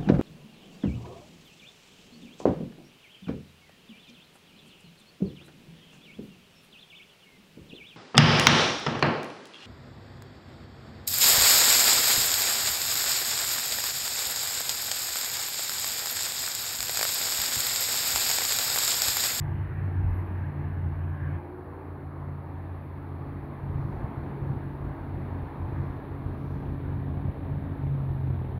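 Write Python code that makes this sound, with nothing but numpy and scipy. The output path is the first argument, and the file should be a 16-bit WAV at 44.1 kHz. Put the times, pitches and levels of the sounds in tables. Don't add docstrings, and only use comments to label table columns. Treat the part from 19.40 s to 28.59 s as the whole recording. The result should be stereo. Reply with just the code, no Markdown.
import sys
import numpy as np
from scipy import signal
from scipy.fft import rfft, irfft, next_fast_len
from scipy.io import wavfile
from scipy.ndimage import uniform_filter1d, map_coordinates

SR = 44100
rng = np.random.default_rng(int(sys.argv[2]) if len(sys.argv) > 2 else 0)


def bounce(signal):
    frames = np.transpose(np.atleast_2d(signal))
    limited = np.clip(frames, -1, 1)
    pcm = np.round(limited * 32767).astype(np.int16)
    wavfile.write(sys.argv[1], SR, pcm)


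N = 405279

# (time [s], level [dB])
WIND_LEVEL = [(0, -54.5), (2.6, -61), (3.6, -52.5), (5.5, -44), (7.2, -44.5), (9.19, -45.5)]
# (frequency [Hz], density [dB per Hz])
RUMBLE_COLOUR = [(12, -11.5), (28, -0.5), (50, 2.5), (80, -0.5), (140, -10), (300, -31), (800, -68.5)]
# (time [s], bell width [s], level on the microphone [dB], level in the leaves [dB])
GUST_EVENTS = [(.66, 0.052, -46.5, -88.5), (4.5, .09, -50, -82), (6.47, 0.076, -63, -83),
               (7.1, .11, -58, -77)]
# (frequency [Hz], density [dB per Hz])
LEAF_COLOUR = [(1500, -8), (4000, 0), (6000, 0), (7800, -16), (11000, -3), (15500, -9.5)]
# (time [s], level [dB])
SIZZLE_LEVEL = [(0, -73), (3, -75.5), (4.5, -73.5), (7, -73), (9.19, -72.5)]
# (frequency [Hz], density [dB per Hz])
SIZZLE_SPECTRUM = [(4000, -19.5), (7600, -29.5), (9000, -9), (10800, 0), (13000, -1), (15600, -3)]
# (time [s], level [dB], bell width [s])
RUSTLE_EVENTS = [(0.779, -71.5, .07), (0.97, -80.5, 0.033), (1.683, -84.5, 0.13), (3.424, -81, .08),
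                 (8.753, -79, .12)]
# (frequency [Hz], density [dB per Hz])
RUSTLE_COLOUR = [(9800, -36.5), (11200, 1.5), (12000, 2.5), (12700, -13), (13800, -26.0)]
# (time [s], level [dB])
THIN_LEVEL = [(0, -83.5), (2.4, -85), (3.2, -72), (7.4, -66.5), (9.19, -66)]
# (frequency [Hz], density [dB per Hz])
THIN_SPECTRUM = [(1500, -18), (2300, 7.5), (2900, -2.5), (3700, 1), (4500, -9), (5000, -20), (7000, -44.5)]
# (time [s], level [dB])
ROAR_LEVEL = [(0, -42.5), (3.8, -43.5), (4.8, -40), (5.3, -42.5), (6.3, -40.5), (7.8, -46), (9.19, -45)]
# (frequency [Hz], density [dB per Hz])
TYRE_COLOUR = [(40, -9), (120, -5.5), (330, 6), (520, -1.5), (900, 4.5), (1150, 3.5), (1400, -3.5),
               (1700, -7.5), (2000, -14), (2400, -21), (3000, -31), (4200, -32), (5000, -48), (7500, -52)]
# (time [s], relative level [dB])
HISS_RE_ROAR = [(2.3, -32), (3.8, -21.5), (4.6, -18.5), (5.5, -19.5), (6.8, -24), (7.6, -11), (9.19, -18)]
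# (frequency [Hz], density [dB per Hz])
HISS_SPECTRUM = [(500, -34), (1100, -6.5), (1650, 6.5), (2200, -5), (3000, -16.5), (4400, -36), (5200, -51),
                 (8000, -62.5)]
# (time [s], level [dB])
CAR_TYRE_LEVEL = [(0, -49.5), (.9, -50.5), (1.6, -54), (1.88, -50)]
# (multiple of the cycle rate [-], level [dB])
REV_ORDER_LEVELS = [(5, -18), (6, -8), (7, 1.5), (8, -11), (9, -13)]
# (time [s], level [dB])
IDLE_LEVEL = [(0, -50.5), (2.3, -51), (4, -44.5), (4.4, -41), (5.5, -41), (6.4, -40.5), (7.4, -37.5),
              (9.19, -37)]
# (frequency [Hz], density [dB per Hz])
PIPE_COLOUR = [(18, -20.5), (35, -17), (55, 0), (75, -4.5), (115, -4), (155, -8.5), (200, -8.5), (260, -12),
               (380, -15), (480, -21), (900, -22), (1600, -30), (3500, -54), (7000, -90.5)]
# (time [s], peak level [dB])
THUMP_EVENTS = [(4.297, -24.5), (4.356, -21), (4.392, -23.5), (4.449, -25), (4.643, -20), (4.778, -25.5),
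                (5.02, -24.5), (5.1, -24.5), (5.841, -29.5), (6.029, -27), (6.282, -23.5), (6.399, -24.5),
                (6.862, -25), (7.583, -24)]
# (time [s], level [dB])
DRONE_LEVEL = [(0, -44.5), (.8, -40.5), (1.2, -46.5), (1.6, -41.5), (2.15, -44), (2.7, -40.5), (3.6, -39),
               (5.2, -46), (5.8, -35.5), (6.6, -41), (7.55, -34), (8.2, -40), (8.8, -33.5), (9.19, -35)]
# (time [s], firing rate [Hz])
DRONE_PITCH = [(0, 94.2), (1.6, 87.6), (5.5, 89.2), (9.19, 88.6)]
# (time [s], level [dB])
CRUISE_LEVEL = [(0, -47), (.5, -50), (.92, -58), (1.15, -48), (2.4, -47), (2.85, -39.5), (3.35, -45),
                (4.35, -36), (4.7, -42), (5.1, -35), (6.2, -41), (6.8, -37.5), (7.7, -34), (8.3, -43.5),
                (9.19, -47)]
# (time [s], firing note [Hz])
CRUISE_PITCH = [(0, 146.5), (2.1, 143.5), (3.2, 140.5), (5.3, 139.3), (9.19, 139)]
# (multiple of the cycle rate [-], level against the firing note [dB])
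CRUISE_ORDERS = [(3, -16), (10, -25), (11, -17), (13, -20), (14, -17), (21, -20.5), (22, -26.5), (24, -20)]
# (time [s], level [dB])
OCTAVE_LEVEL = [(0, -63), (.4, -53.5), (3, -50), (5.3, -46.5), (8.2, -41), (9, -56.5)]
# (time [s], level [dB])
PIPE_NOTE_LEVEL = [(0, -53.5), (3.6, -56.5), (4.1, -50.5), (5.5, -45), (6.2, -49.5), (9.19, -54.5)]
# (time [s], depth [dB], bell width [s])
BASS_LULLS = [(1.78, -4.5, 0.026), (2.1, -3.5, .06), (3.13, -7, 0.011), (4.19, -7, 0.021),
              (4.601, -7, .015), (4.755, -8.5, 0.013), (5.57, -10, 0.031), (6.12, -8, .035),
              (6.61, -6.5, .045), (7.2, -3, 0.089), (7.94, -7.5, .025), (9.08, -3.5, .04)]
# (frequency [Hz], gain [dB])
LOW_CUT_CURVE = [(10, -21.5), (25, -5.5), (42, 2), (150, 2), (300, 0.5)]
# (frequency [Hz], left minus right [dB])
PORT_BALANCE = [(25, 0), (90, 0), (380, -2), (700, -1.5), (1290, -3.5), (2380, -4.5), (4400, -10),
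                (5200, -3), (7600, 2), (9400, 13), (11500, 5.5), (15000, -2.5)]
# (frequency [Hz], gain [dB])
OPENING_BASS_LIFT = [(25, 13.5), (60, 16), (148, 16.5), (180, 11), (290, 4), (390, -0.5)]

SOUND_SPEED = 343
TOP_HZ = 15719
OPENING_END_S, OPENING_FADE_S = 2.01, .04
LEAVES_DB, LEAVES_FOLLOW = -84, .25
CAR_HZ, CAR_SAG_HZ_PER_S, CAR_ENGINE_DB = 118, 5, -59.5
REV_S, REV_HZ, REV_CLIMB_HZ_PER_S, REV_DB, REV_WIDTH_S = 2.18, 52, 14.3, -42.5, 0.22
EASE_START_S, EASE_ATTACK_S, EASE_HZ, EASE_SAG_HZ_PER_S, EASE_DB = 7.88, .56, 148.2, 15.9, -27.5
FLUTTER_DB, FLUTTER_RATE = 1.3, 15


def amp(db):
    return 10 ** (np.asarray(db) / 20)


def unit(x):
    return x / np.sqrt(np.mean(x ** 2) + 1e-20)


def along(points, hz):
    f, v = np.transpose(points)
    return np.interp(np.log(hz + 1), np.log(f + 1), v)


def curves(rows):
    s, *cols = np.transpose(rows)
    return [np.interp(np.arange(N) / SR, s, c) for c in cols]


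def wobble(rate):
    knots = rng.standard_normal(int(N * rate / SR) + 4)
    return unit(map_coordinates(knots, [np.arange(N) * rate / SR]))


def swell(s, width):
    return np.exp(-.5 * ((np.arange(N) / SR - s) / width) ** 2)


def opening():
    return np.clip((OPENING_END_S - np.arange(N) / SR) / OPENING_FADE_S, 0, 1)


def filtered(x, response):
    m = next_fast_len(N + SR // 2)
    return irfft(rfft(x, m) * response(np.fft.rfftfreq(m, 1 / SR)), m)[..., :N]


def ringing(spectrum, size=8192):
    cepstrum = irfft(np.log(amp(along(spectrum, np.fft.rfftfreq(size, 1 / SR)))))
    cepstrum[1:size // 2] *= 2
    cepstrum[size // 2 + 1:] = 0
    return irfft(np.exp(rfft(cepstrum)))


def arrive(x, lag_ms=0.41):
    return filtered(x, lambda hz: np.exp(np.outer([1, -1], 1j * np.pi * hz * lag_ms / 10 ** 3)))


def wash(spectrum, diffuse_db, spacing=0.12):
    def mid_side_gains(hz):
        turn = np.arccos(np.sinc(2 * hz * spacing / SOUND_SPEED)) / 2
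        return np.array([np.cos(turn), np.sin(turn)])
    mid, side = filtered(rng.standard_normal((2, N)), mid_side_gains)
    directed = arrive(rng.standard_normal(N))
    pair = directed + amp(diffuse_db) * np.array([mid + side, mid - side])
    return unit(filtered(pair, lambda hz: amp(along(spectrum, hz))))


def patchy(x, depth_db):
    z = signal.stft(x, nperseg=1024)[2]
    field = rng.standard_normal(z.shape[1:])
    field = uniform_filter1d(field, 6, 0)
    field = uniform_filter1d(field, 10, 1)
    return unit(signal.istft(z * amp(depth_db * unit(field)), nperseg=1024)[1][:, :N])


def scattered(x, t60, wet_db):
    t = np.arange(SR // 2) / SR
    tail = rng.standard_normal((2, len(t))) * amp(-60 * t / t60)
    tail = tail / np.linalg.norm(tail[0])
    return amp(wet_db) * signal.fftconvolve(x[None], tail, axes=1)[:, :N]


def throbbing(x, below_hz=240):
    lulls_db = sum(db * swell(s, width) for s, db, width in BASS_LULLS)
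    throb_db = FLUTTER_DB * wobble(FLUTTER_RATE) + lulls_db
    bass = filtered(x, lambda hz: 1 / (1 + (hz / below_hz) ** 6))
    return x + (amp(throb_db) - 1) * bass


def crank(hz, unsteady):
    return 2 * np.pi * np.cumsum(hz) / SR + unsteady * wobble(12)


def exhaust_note(phase, orders, fade_db, rough):
    note = 0
    for k, db in orders:
        fade = amp(db + fade_db * wobble(6))
        tone = np.sin(round(k) * phase + rough * wobble(35) + rng.uniform(0, 2 * np.pi))
        note = note + fade * tone * (1 + rough * wobble(35))
    return note


def wind():
    wind_db, = curves(WIND_LEVEL)
    gusts = sum(amp(db) * swell(s, width) for s, width, db, _ in GUST_EVENTS)
    eddies = amp(4 * np.array([wobble(9), wobble(9)]))
    rumble = filtered(rng.standard_normal((2, N)), lambda hz: amp(along(RUMBLE_COLOUR, hz)))
    return (amp(wind_db) + gusts) * unit(eddies * rumble)


def breeze():
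    wind_db, sizzle_db = curves(WIND_LEVEL) + curves(SIZZLE_LEVEL)
    stir = amp(LEAVES_DB + LEAVES_FOLLOW * (wind_db - wind_db.mean()))
    stir = stir + sum(amp(db) * swell(s, width) for s, width, _, db in GUST_EVENTS)
    leaves = stir * wash(LEAF_COLOUR, diffuse_db=5)
    sizzle = amp(sizzle_db) * wash(SIZZLE_SPECTRUM, diffuse_db=13.5)
    swells = sum(amp(db) * swell(s, width) for s, db, width in RUSTLE_EVENTS)
    rustle = swells * amp(2.5 * wobble(40)) * wash(RUSTLE_COLOUR, diffuse_db=3)
    return leaves + sizzle + rustle


def thin_hiss():
    db, = curves(THIN_LEVEL)
    return amp(db - 1.5) * wash(THIN_SPECTRUM, diffuse_db=4) * amp([[-10], [0]])


def traffic():
    roar_db, under_db, car_db = curves(ROAR_LEVEL) + curves(HISS_RE_ROAR) + curves(CAR_TYRE_LEVEL)
    roar = amp(roar_db + 0.61 * wobble(8)) * patchy(wash(TYRE_COLOUR, diffuse_db=-5.0), depth_db=1.27)
    hiss_gain = np.hypot(amp(roar_db + under_db), opening() * amp(car_db))
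    hiss = hiss_gain * patchy(wash(HISS_SPECTRUM, diffuse_db=-1), depth_db=2.5)
    return roar + hiss * amp([[-8], [0]])


def passing_car():
    phase = crank(CAR_HZ - CAR_SAG_HZ_PER_S * np.arange(N) / SR, unsteady=0.1)
    note = exhaust_note(phase, [(1, -2), (2, -14.5)], fade_db=6, rough=0.2)
    return amp(CAR_ENGINE_DB) * opening() * note


def revving_bike():
    hz = REV_HZ + REV_CLIMB_HZ_PER_S * (np.arange(N) / SR - REV_S)
    phase = crank(hz, unsteady=.025)
    note = exhaust_note(phase, REV_ORDER_LEVELS, fade_db=3.5, rough=0.18)
    return amp(REV_DB) * swell(REV_S, REV_WIDTH_S) * note


def twin(cycle_hz, scatter_db, hunt=.05, second_firing=.44):
    turns = np.cumsum(cycle_hz * (1 + hunt * wobble(5))) / SR + rng.uniform()
    beats = 0
    for offset in (0, second_firing):
        cycles = np.floor(turns + offset)
        beats = beats + np.diff(cycles, prepend=cycles[0])
    return beats * amp(scatter_db * rng.standard_normal(N))


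def idling_twins():
    level_db, = curves(IDLE_LEVEL)
    beats = twin(13.6, scatter_db=2.2) + twin(17.3, scatter_db=1)
    t = np.arange(SR // 10) / SR
    puffs = signal.fftconvolve(beats, amp(-60 * t / 0.11))[:N] * rng.standard_normal(N)
    flow = unit(beats - beats.mean()) + amp(2.0) * unit(puffs)
    putter = amp(level_db - 1.0) * unit(signal.fftconvolve(flow, ringing(PIPE_COLOUR))[:N])
    lope = twin(7.2, scatter_db=1.5) * amp(level_db + 3.0)
    for s, db in THUMP_EVENTS:
        lope[round(s * SR)] = amp(db - 2.5)
    boom = np.sin(2 * np.pi * 102 * t) * amp(-60 * t / 0.032) * (1 - np.exp(-t / 0.0041))
    return putter + signal.fftconvolve(lope, boom / np.abs(boom).max())[:N]


def easing_bike():
    age = np.arange(N) / SR - EASE_START_S
    phase = crank(EASE_HZ - EASE_SAG_HZ_PER_S * np.maximum(age, 0), unsteady=0.079)
    entry = np.clip(age / EASE_ATTACK_S, 0, 1) ** 1.1
    note = exhaust_note(phase, [(1, -1.5), (2, -33.5), (3, -37)], fade_db=2.9, rough=0.11)
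    return entry * amp(EASE_DB) * note


def droning_bike():
    hz, db = curves(DRONE_PITCH) + curves(DRONE_LEVEL)
    phase = crank(hz, unsteady=.15)
    return amp(db) * exhaust_note(phase, [(1, 0.5), (2, -28)], fade_db=1, rough=.1)


def cruising_bike():
    note_hz, = curves(CRUISE_PITCH)
    note_db, octave_db, pipe_db = curves(CRUISE_LEVEL) + curves(OCTAVE_LEVEL) + curves(PIPE_NOTE_LEVEL)
    phase = crank(note_hz / 8, unsteady=.008)
    note = amp(note_db) * exhaust_note(phase, [(8, 0)] + CRUISE_ORDERS, fade_db=.6, rough=.06)
    octave = amp(octave_db) * exhaust_note(phase, [(16, 0)], fade_db=1.2, rough=.1)
    pipe = amp(pipe_db) * exhaust_note(phase, [(19, 0)], fade_db=1.2, rough=.1)
    return note + octave + pipe


def scene():
    background = wind() + breeze() + thin_hiss() + traffic()
    notes = passing_car() + revving_bike() + easing_bike() + droning_bike() + cruising_bike()
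    twins = idling_twins()
    engines = arrive(notes + twins, lag_ms=0.3) + scattered(twins, t60=0.52, wet_db=-11)
    mix = background + throbbing(engines)
    return mix * signal.windows.tukey(N, .002)


def record(dry):
    def port_gains(hz):
        return amp(along(LOW_CUT_CURVE, hz) + np.outer([.5, -.5], along(PORT_BALANCE, hz)))
    left, right = filtered(dry, port_gains)
    lift = filtered(left, lambda hz: amp(along(OPENING_BASS_LIFT, hz)) - 1)
    return filtered(np.array([left + opening() * lift, right]), lambda hz: hz < TOP_HZ)


dry = scene()
out = record(dry)
bounce(out)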